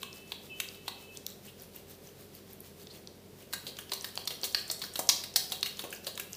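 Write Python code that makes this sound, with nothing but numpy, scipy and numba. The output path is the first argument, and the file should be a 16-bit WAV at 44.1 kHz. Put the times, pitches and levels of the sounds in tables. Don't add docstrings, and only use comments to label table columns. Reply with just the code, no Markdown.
import sys
import numpy as np
from scipy import signal
from scipy.fft import rfft, irfft, next_fast_len
from scipy.io import wavfile
from scipy.ndimage import uniform_filter1d
from numba import njit

SR = 44100
rng = np.random.default_rng(int(sys.argv[2]) if len(sys.argv) > 2 else 0)


def waveform_to_disk(signal):
    frames = np.transpose(np.atleast_2d(signal))
    scaled = np.clip(frames, -1, 1) * 32767
    samples = np.round(scaled).astype(np.int16)
    wavfile.write(sys.argv[1], SR, samples)


N = 280476
TIME = np.arange(N) / SR
BURST = np.arange(2048) / SR
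SNAP_S = .008

# t/s, pocket level/dB, tear time scale/ms, pocket f/Hz,
# palm hollow f/Hz, hollow level/dB, fizz level/dB
FILM_TEARS = [(0.0301, -38.5, 1, 3300, 1100, -45.5, -43), (0.3198, -35.5, 1.35, 3700, 898, -47, -46),
              (0.6011, -31.5, 1.3, 3170, 1590, -40.5, -32), (0.8803, -34.5, 1.6, 3650, 940, -40.5, -40.5),
              (3.5278, -43, 4.6, 4270, 1900, -47, -40.5), (3.5349, -35, 2.2, 4000, 1620, -38.5, -33),
              (3.6674, -37.5, 7.5, 3920, 464, -50, -41.5), (3.7877, -42.5, 1.9, 2830, 1540, -46, -42),
              (3.9184, -32.5, 2.2, 4040, 684, -41, -38), (3.9347, -35.5, 1.6, 4440, 590, -60, -34),
              (4.0439, -37, 1.6, 4000, 1630, -42.5, -39), (4.1756, -34, 1, 4020, 780, -42.5, -45),
              (4.2744, -30.5, 1.5, 4380, 1250, -49, -35), (4.3065, -39, 3.1, 3420, 504, -48, -44),
              (4.4333, -33, 2.7, 4430, 596, -44.5, -50), (4.4416, -36, 4, 3730, 579, -58, -29),
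              (4.5468, -24, 1.03, 4320, 1580, -34.5, -36), (4.7, -32, 0.92, 4560, 645, -46, -46),
              (4.7133, -37, 2, 7400, 730, -58, -32), (4.8172, -35.5, 2.4, 3940, 1050, -49, -42),
              (4.8382, -42, 1.9, 4400, 1530, -45, -44), (4.9567, -35, 1.8, 3540, 1370, -46, -36.5),
              (4.9919, -51, 2.2, 5700, 543, -34.5, -28.5), (5.0905, -20, 1.9, 6000, 2030, -40, -22),
              (5.0938, -22, 2.9, 4170, 975, -37, -28), (5.2376, -39, 2.1, 3970, 2000, -48, -39),
              (5.36, -22.5, 2.3, 4900, 2097, -36, -21), (5.5204, -32.5, 2.4, 3800, 715, -44, -33.5),
              (5.6294, -27, 1, 4260, 1530, -42.5, -34), (5.6608, -35.5, 2.5, 2690, 2070, -47, -37),
              (5.7928, -37.5, 2, 3770, 1270, -46.5, -39.5), (5.8397, -46, 5, 2890, 540, -39.5, -42.5),
              (5.9268, -41, 2.4, 2470, 1750, -43, -43), (6.0686, -35, 4.2, 3920, 570, -42, -37),
              (6.1763, -40.5, 1.2, 3800, 1090, -47.5, -42), (6.1975, -39.5, 2, 2460, 1680, -44, -37)]


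def undb(db):
    return 10 ** (np.asarray(db) / 20)


def unit(x):
    return x / np.sqrt(np.mean(x ** 2))


def sized(x, db):
    return x * undb(db) * np.sqrt(.01 * SR / np.sum(x ** 2))


def at_hz(points, hz):
    f, value = np.transpose(points)
    return np.interp(np.log(hz + 1), np.log(f), value)


def colour(x, points):
    size = next_fast_len(2 * len(x), True) // 2 * 2
    gain = undb(at_hz(points, np.arange(size // 2 + 1) * SR / size))
    cepstrum = irfft(np.log(gain))
    cepstrum[1:size // 2] *= 2
    cepstrum[size // 2 + 1:] = 0
    return irfft(rfft(x, size) * np.exp(rfft(cepstrum)))[:len(x)]


def drift(rate):
    hold = max(int(SR / rate), 2)
    steps = np.repeat(rng.standard_normal(N // hold + 1), hold)
    return unit(uniform_filter1d(uniform_filter1d(steps, hold), hold)[:N])


@njit
def resonate(x, hz, q):
    y, band, low = np.empty(len(x)), 0., 0.
    for i in range(len(x)):
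        g = np.tan(np.pi * min(hz[i] / SR, .45))
        v = (band + g * (x[i] - low)) / (1 + g * (g + 1 / q))
        band, low, y[i] = 2 * v - band, low + 2 * g * v, v / q
    return y


def ring(x, hz, q):
    return resonate(x, np.full(len(x), float(hz)), q)


def grains(count, spread_db, cap):
    sizes = undb(spread_db * np.minimum(rng.exponential(size=count), cap))
    return rng.standard_normal(count) * sizes


def add(track, s, sound):
    start = int(s * SR)
    track[start:start + len(sound)] += sound[:N - start]


def room_tone(air_db=-54.5, hum_boost_db=3., sway_db=1.8):
    # f/Hz, gain/dB
    air_colour = [(20, -27), (45, -21), (65, -8), (90, -8.5), (200, 1.5), (270, -5), (420, -1), (560, -5.5),
                  (850, -15), (1400, -20), (4500, -20), (6500, -25), (15000, -24)]
    # f/Hz, level before the boost/dB
    hum_tones = [(48.4, -76.5), (91.5, -68), (140, -70.5), (199.2, -71), (393, -66.5)]
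    out = unit(colour(rng.standard_normal(N), air_colour)) * undb(air_db)
    for hz, db in hum_tones:
        pitch = hz + (2 + .01 * hz) * drift(14)
        phase = 2 * np.pi * np.cumsum(pitch) / SR
        out += unit(np.sin(phase)) * undb(db + hum_boost_db + sway_db * np.tanh(drift(9)))
    return out


def blast(start, length, swell_s=.018, fade_s=.073):
    swell = np.clip((TIME - start) / swell_s, 0, 1)
    return swell * np.exp(-np.maximum(TIME - start - length, 0) / fade_s)


def whistle(low_hz=2616, high_hz=3020, waver=.006, flicker_db=3., rough=.35):
    # start/s, length/s, lower tone level/dB, upper tone level/dB
    blasts = [(0, 0.28, -60.5, -66), (0.483, 0.14, -54, -56.5), (.7, 0.44, -64.5, -67),
              (1.068, .07, -58, -67)]
    out = np.zeros(N)
    for k, hz in enumerate((low_hz, high_hz)):
        phase = 2 * np.pi * np.cumsum(hz * (1 + waver * drift(131))) / SR
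        tone = np.sin(phase) + rough * drift(180) * np.cos(phase)
        swells = [blast(start, length) * undb(levels[k]) for start, length, *levels in blasts]
        out += unit(tone) * np.max(swells, axis=0) * undb(flicker_db * drift(60))
    return out


def sliding(width_s=.028):
    # middle of the first/s, rough middle of the last/s, rate/Hz
    runs = [(0.028, 1.3, 7.08), (1.466, 2.95, 6.7), (3.41, 4.98, 7.68), (5.534, 6.35, 7.4)]
    # t/s, hiss level at the peak of a stroke/dB
    pressure = [(0, -51.5), (0.9, -54.5), (1.5, -52), (2.4, -54.5), (2.9, -53), (3.55, -55.5), (3.9, -50),
                (4.5, -47.5), (5.6, -46.5), (6.36, -50)]
    speed = np.zeros(N)
    for first, last, rate in runs:
        for middle in first + np.arange(round((last - first) * rate) + 1) / rate:
            speed += np.exp(-.5 * ((TIME - middle) / width_s) ** 2)
    return speed * undb(np.interp(TIME, *np.transpose(pressure)))


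def rubbing(slide, sizzle_db=-22.5):
    # f/Hz, gain/dB
    skin_colour = [(400, -12.5), (1000, 0), (2000, 1.5), (4000, 3.5), (6500, 2), (10000, -1.5),
                   (15000, 4.5)]
    hiss = unit(colour(grains(N, spread_db=3.5, cap=2 * np.pi), skin_colour))
    sizzle = unit(ring(grains(N, spread_db=8.5, cap=2 * np.pi), hz=13500, q=4.))
    stroke_average = uniform_filter1d(slide, SR // 7) + undb(-80)
    return slide * (hiss + undb(sizzle_db) * slide / stroke_average * sizzle)


def crackle(slide, count=260, low_hz=2600, high_hz=15000, fade_cycles=6.9):
    out = np.zeros(N)
    pressing = np.cumsum(slide ** 2)
    for when, pitch, size in rng.random((count, 3)):
        i = np.searchsorted(pressing, when * pressing[-1])
        hz = low_hz + pitch * (high_hz - low_hz)
        bubble = np.sin(2 * np.pi * hz * BURST) * np.exp(-BURST * hz / fade_cycles)
        relative_db = -8 - 2.5 * np.log(max(size, .05))
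        add(out, i / SR, sized(bubble, relative_db) * slide[i])
    return out


def tear(ms, spread_db=6.5, snap=.44, linger=2.78, lead_db=-21.):
    progress = (BURST - SNAP_S) * 1000 / ms
    build_up = undb(lead_db) * np.exp(-abs(progress))
    fade = np.exp(-abs(progress) / linger)
    spray = grains(len(BURST), spread_db, cap=np.pi) * np.where(progress < 0, build_up, fade)
    spray /= np.linalg.norm(spray)
    spray[int(SNAP_S * SR)] += snap
    return spray


def squeezed_pitch(hz, rise=.09, rise_s=.017):
    since_snap = np.maximum(BURST - SNAP_S, 0)
    return hz * (1 + rise * (1 - np.exp(-since_snap / rise_s)))


def air_pocket(breaks, hz, db):
    pitch = squeezed_pitch(hz)
    note = resonate(resonate(breaks, pitch, q=2.5), pitch, q=1.)
    return sized(colour(note, [(hz * 1.2, 0), (hz * 1.5, -12)]), db)


def palms(breaks, hz, db, tight_above_hz=900):
    pitch = squeezed_pitch(hz)
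    hollow = colour(resonate(breaks, pitch, q=1.95), [(2000, 23.), (5000, -3.5)])
    clear_note = sized(resonate(hollow, pitch, q=5.7), -6.5) * (hz > tight_above_hz)
    thud = ring(breaks, hz=350, q=.86)
    return sized(sized(hollow, 0) + clear_note, db) + sized(thud, db - 13)


def foam(ms, small_hz=8800, tiny_hz=13800):
    # f/Hz, gain/dB
    crack_colour = [(300, -24), (650, 9.5), (3000, 5.5), (6300, 16), (11000, 5), (15000, 16.5)]
    small, tiny = (ring(tear(ms, spread_db=14., snap=.17, linger=3.7), hz, q=1.6)
                   for hz in (small_hz, tiny_hz))
    crack = colour(tear(ms), crack_colour)
    return sized(small, 1.5) + sized(tiny, 0) + sized(crack, 6)


def squelches():
    out = np.zeros(N)
    for s, pocket_db, ms, pocket_hz, hollow_hz, hollow_db, fizz_db in FILM_TEARS:
        breaks = tear(ms)
        ringing = air_pocket(breaks, pocket_hz, pocket_db) + palms(breaks, hollow_hz, hollow_db)
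        fizz = sized(foam(ms), fizz_db + .5)
        add(out, s - SNAP_S, ringing + fizz)
    return out


def tick(hz, db, q=2.5, second_q=.95, ms=.49):
    breaks = tear(ms, lead_db=-17.)
    return sized(ring(ring(breaks, hz, q), hz, second_q), db)


def lone_threads():
    # t/s, level/dB, f/Hz
    snaps = [(0.129, -49, 5000), (0.6877, -44.5, 4580), (1.1723, -43.5, 6800), (1.2653, -38, 4820),
             (1.2651, -39.5, 13000), (1.621, -50, 13000), (1.762, -46.5, 13200), (2.3517, -52, 13300),
             (2.5327, -50, 13000), (2.605, -47.5, 12400), (2.8707, -49.5, 3900), (3.0733, -46.5, 4460),
             (4.0102, -43.5, 6200), (4.155, -46, 11000), (4.9978, -37, 8700), (6.1978, -38, 12100),
             (6.3311, -41.5, 6840)]
    out = np.zeros(N)
    for s, db, hz in snaps:
        add(out, s - SNAP_S, tick(hz, db))
    return out


def slurps(climb=1.38):
    # t/s, level/dB, starting f/Hz
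    gaps = [(0.851, -51, 2800), (1.141, -51, 3000), (1.464, -51, 2500), (1.745, -56, 2370),
            (2.888, -48.5, 3600), (2.932, -57.5, 2400), (3.4, -57.5, 2290)]
    out = np.zeros(N)
    for s, db, hz in gaps:
        rush = rng.standard_normal(len(BURST)) * np.hanning(len(BURST))
        pitch = np.geomspace(hz, hz * climb, len(BURST))
        add(out, s, sized(resonate(rush, pitch, q=9.), db))
    return out


def peeling(hard_from_s=3.7, ahead_s=.021, scatter_s=.005, low_hz=4000, high_hz=9000):
    out = np.zeros(N)
    times = np.array([row[0] for row in FILM_TEARS])
    first_of_stroke = np.diff(times, prepend=0) > .06
    for s in times[first_of_stroke & (times > hard_from_s)]:
        when, pitch = rng.random(2)
        snap_at = s - ahead_s + scatter_s * (when - .5)
        hz = low_hz + pitch * (high_hz - low_hz)
        add(out, snap_at - SNAP_S, tick(hz, db=-48.5, q=1.6, second_q=.7, ms=1.1))
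    return out


def body_echo(x, delay_s=.001855, echo_db=-20.5):
    echo = undb(echo_db) * np.interp(TIME - delay_s, TIME, x)
    return (x + echo) / np.hypot(1, undb(echo_db))


def room_echo(x, echo_db=-6.5, build_s=.009):
    # f/Hz, time to fade by 60 dB/s
    fade_times = [(500, 1), (1400, 0.51), (4000, 0.55), (5600, 0.4), (15000, 0.42)]
    t = np.arange(SR) / SR
    noise, tail = rfft(rng.standard_normal(SR)), 0
    hz = np.arange(len(noise))
    edges = np.geomspace(100, SR / 2, 13)
    for lo, hi in zip(edges, edges[1:]):
        band = irfft(noise * ((hz >= lo) & (hz < hi)))
        tail = tail + band * np.exp(-np.log(1000) * t / at_hz(fade_times, np.sqrt(lo * hi)))
    tail *= 1 - np.exp(-(t / build_s) ** 2)
    return undb(echo_db) * signal.fftconvolve(x, tail / np.linalg.norm(tail))[:N]


def scene(thread_echo_db=-3):
    slide = sliding()
    threads = lone_threads() + peeling()
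    hands = body_echo(squelches()) + slurps() + rubbing(slide) + crackle(slide)
    echoes = room_echo(hands + undb(thread_echo_db) * threads)
    return (hands + threads + echoes + whistle() + room_tone())[None]


def record(dry, bass_hz=38, top_hz=15400):
    bass_cut = signal.butter(6, bass_hz, "high", fs=SR, output="sos")
    treble_cut = signal.ellip(10, .2, 70, top_hz, fs=SR, output="sos")
    return signal.sosfilt(treble_cut, signal.sosfilt(bass_cut, dry))


dry = scene()
out = record(dry)
waveform_to_disk(out)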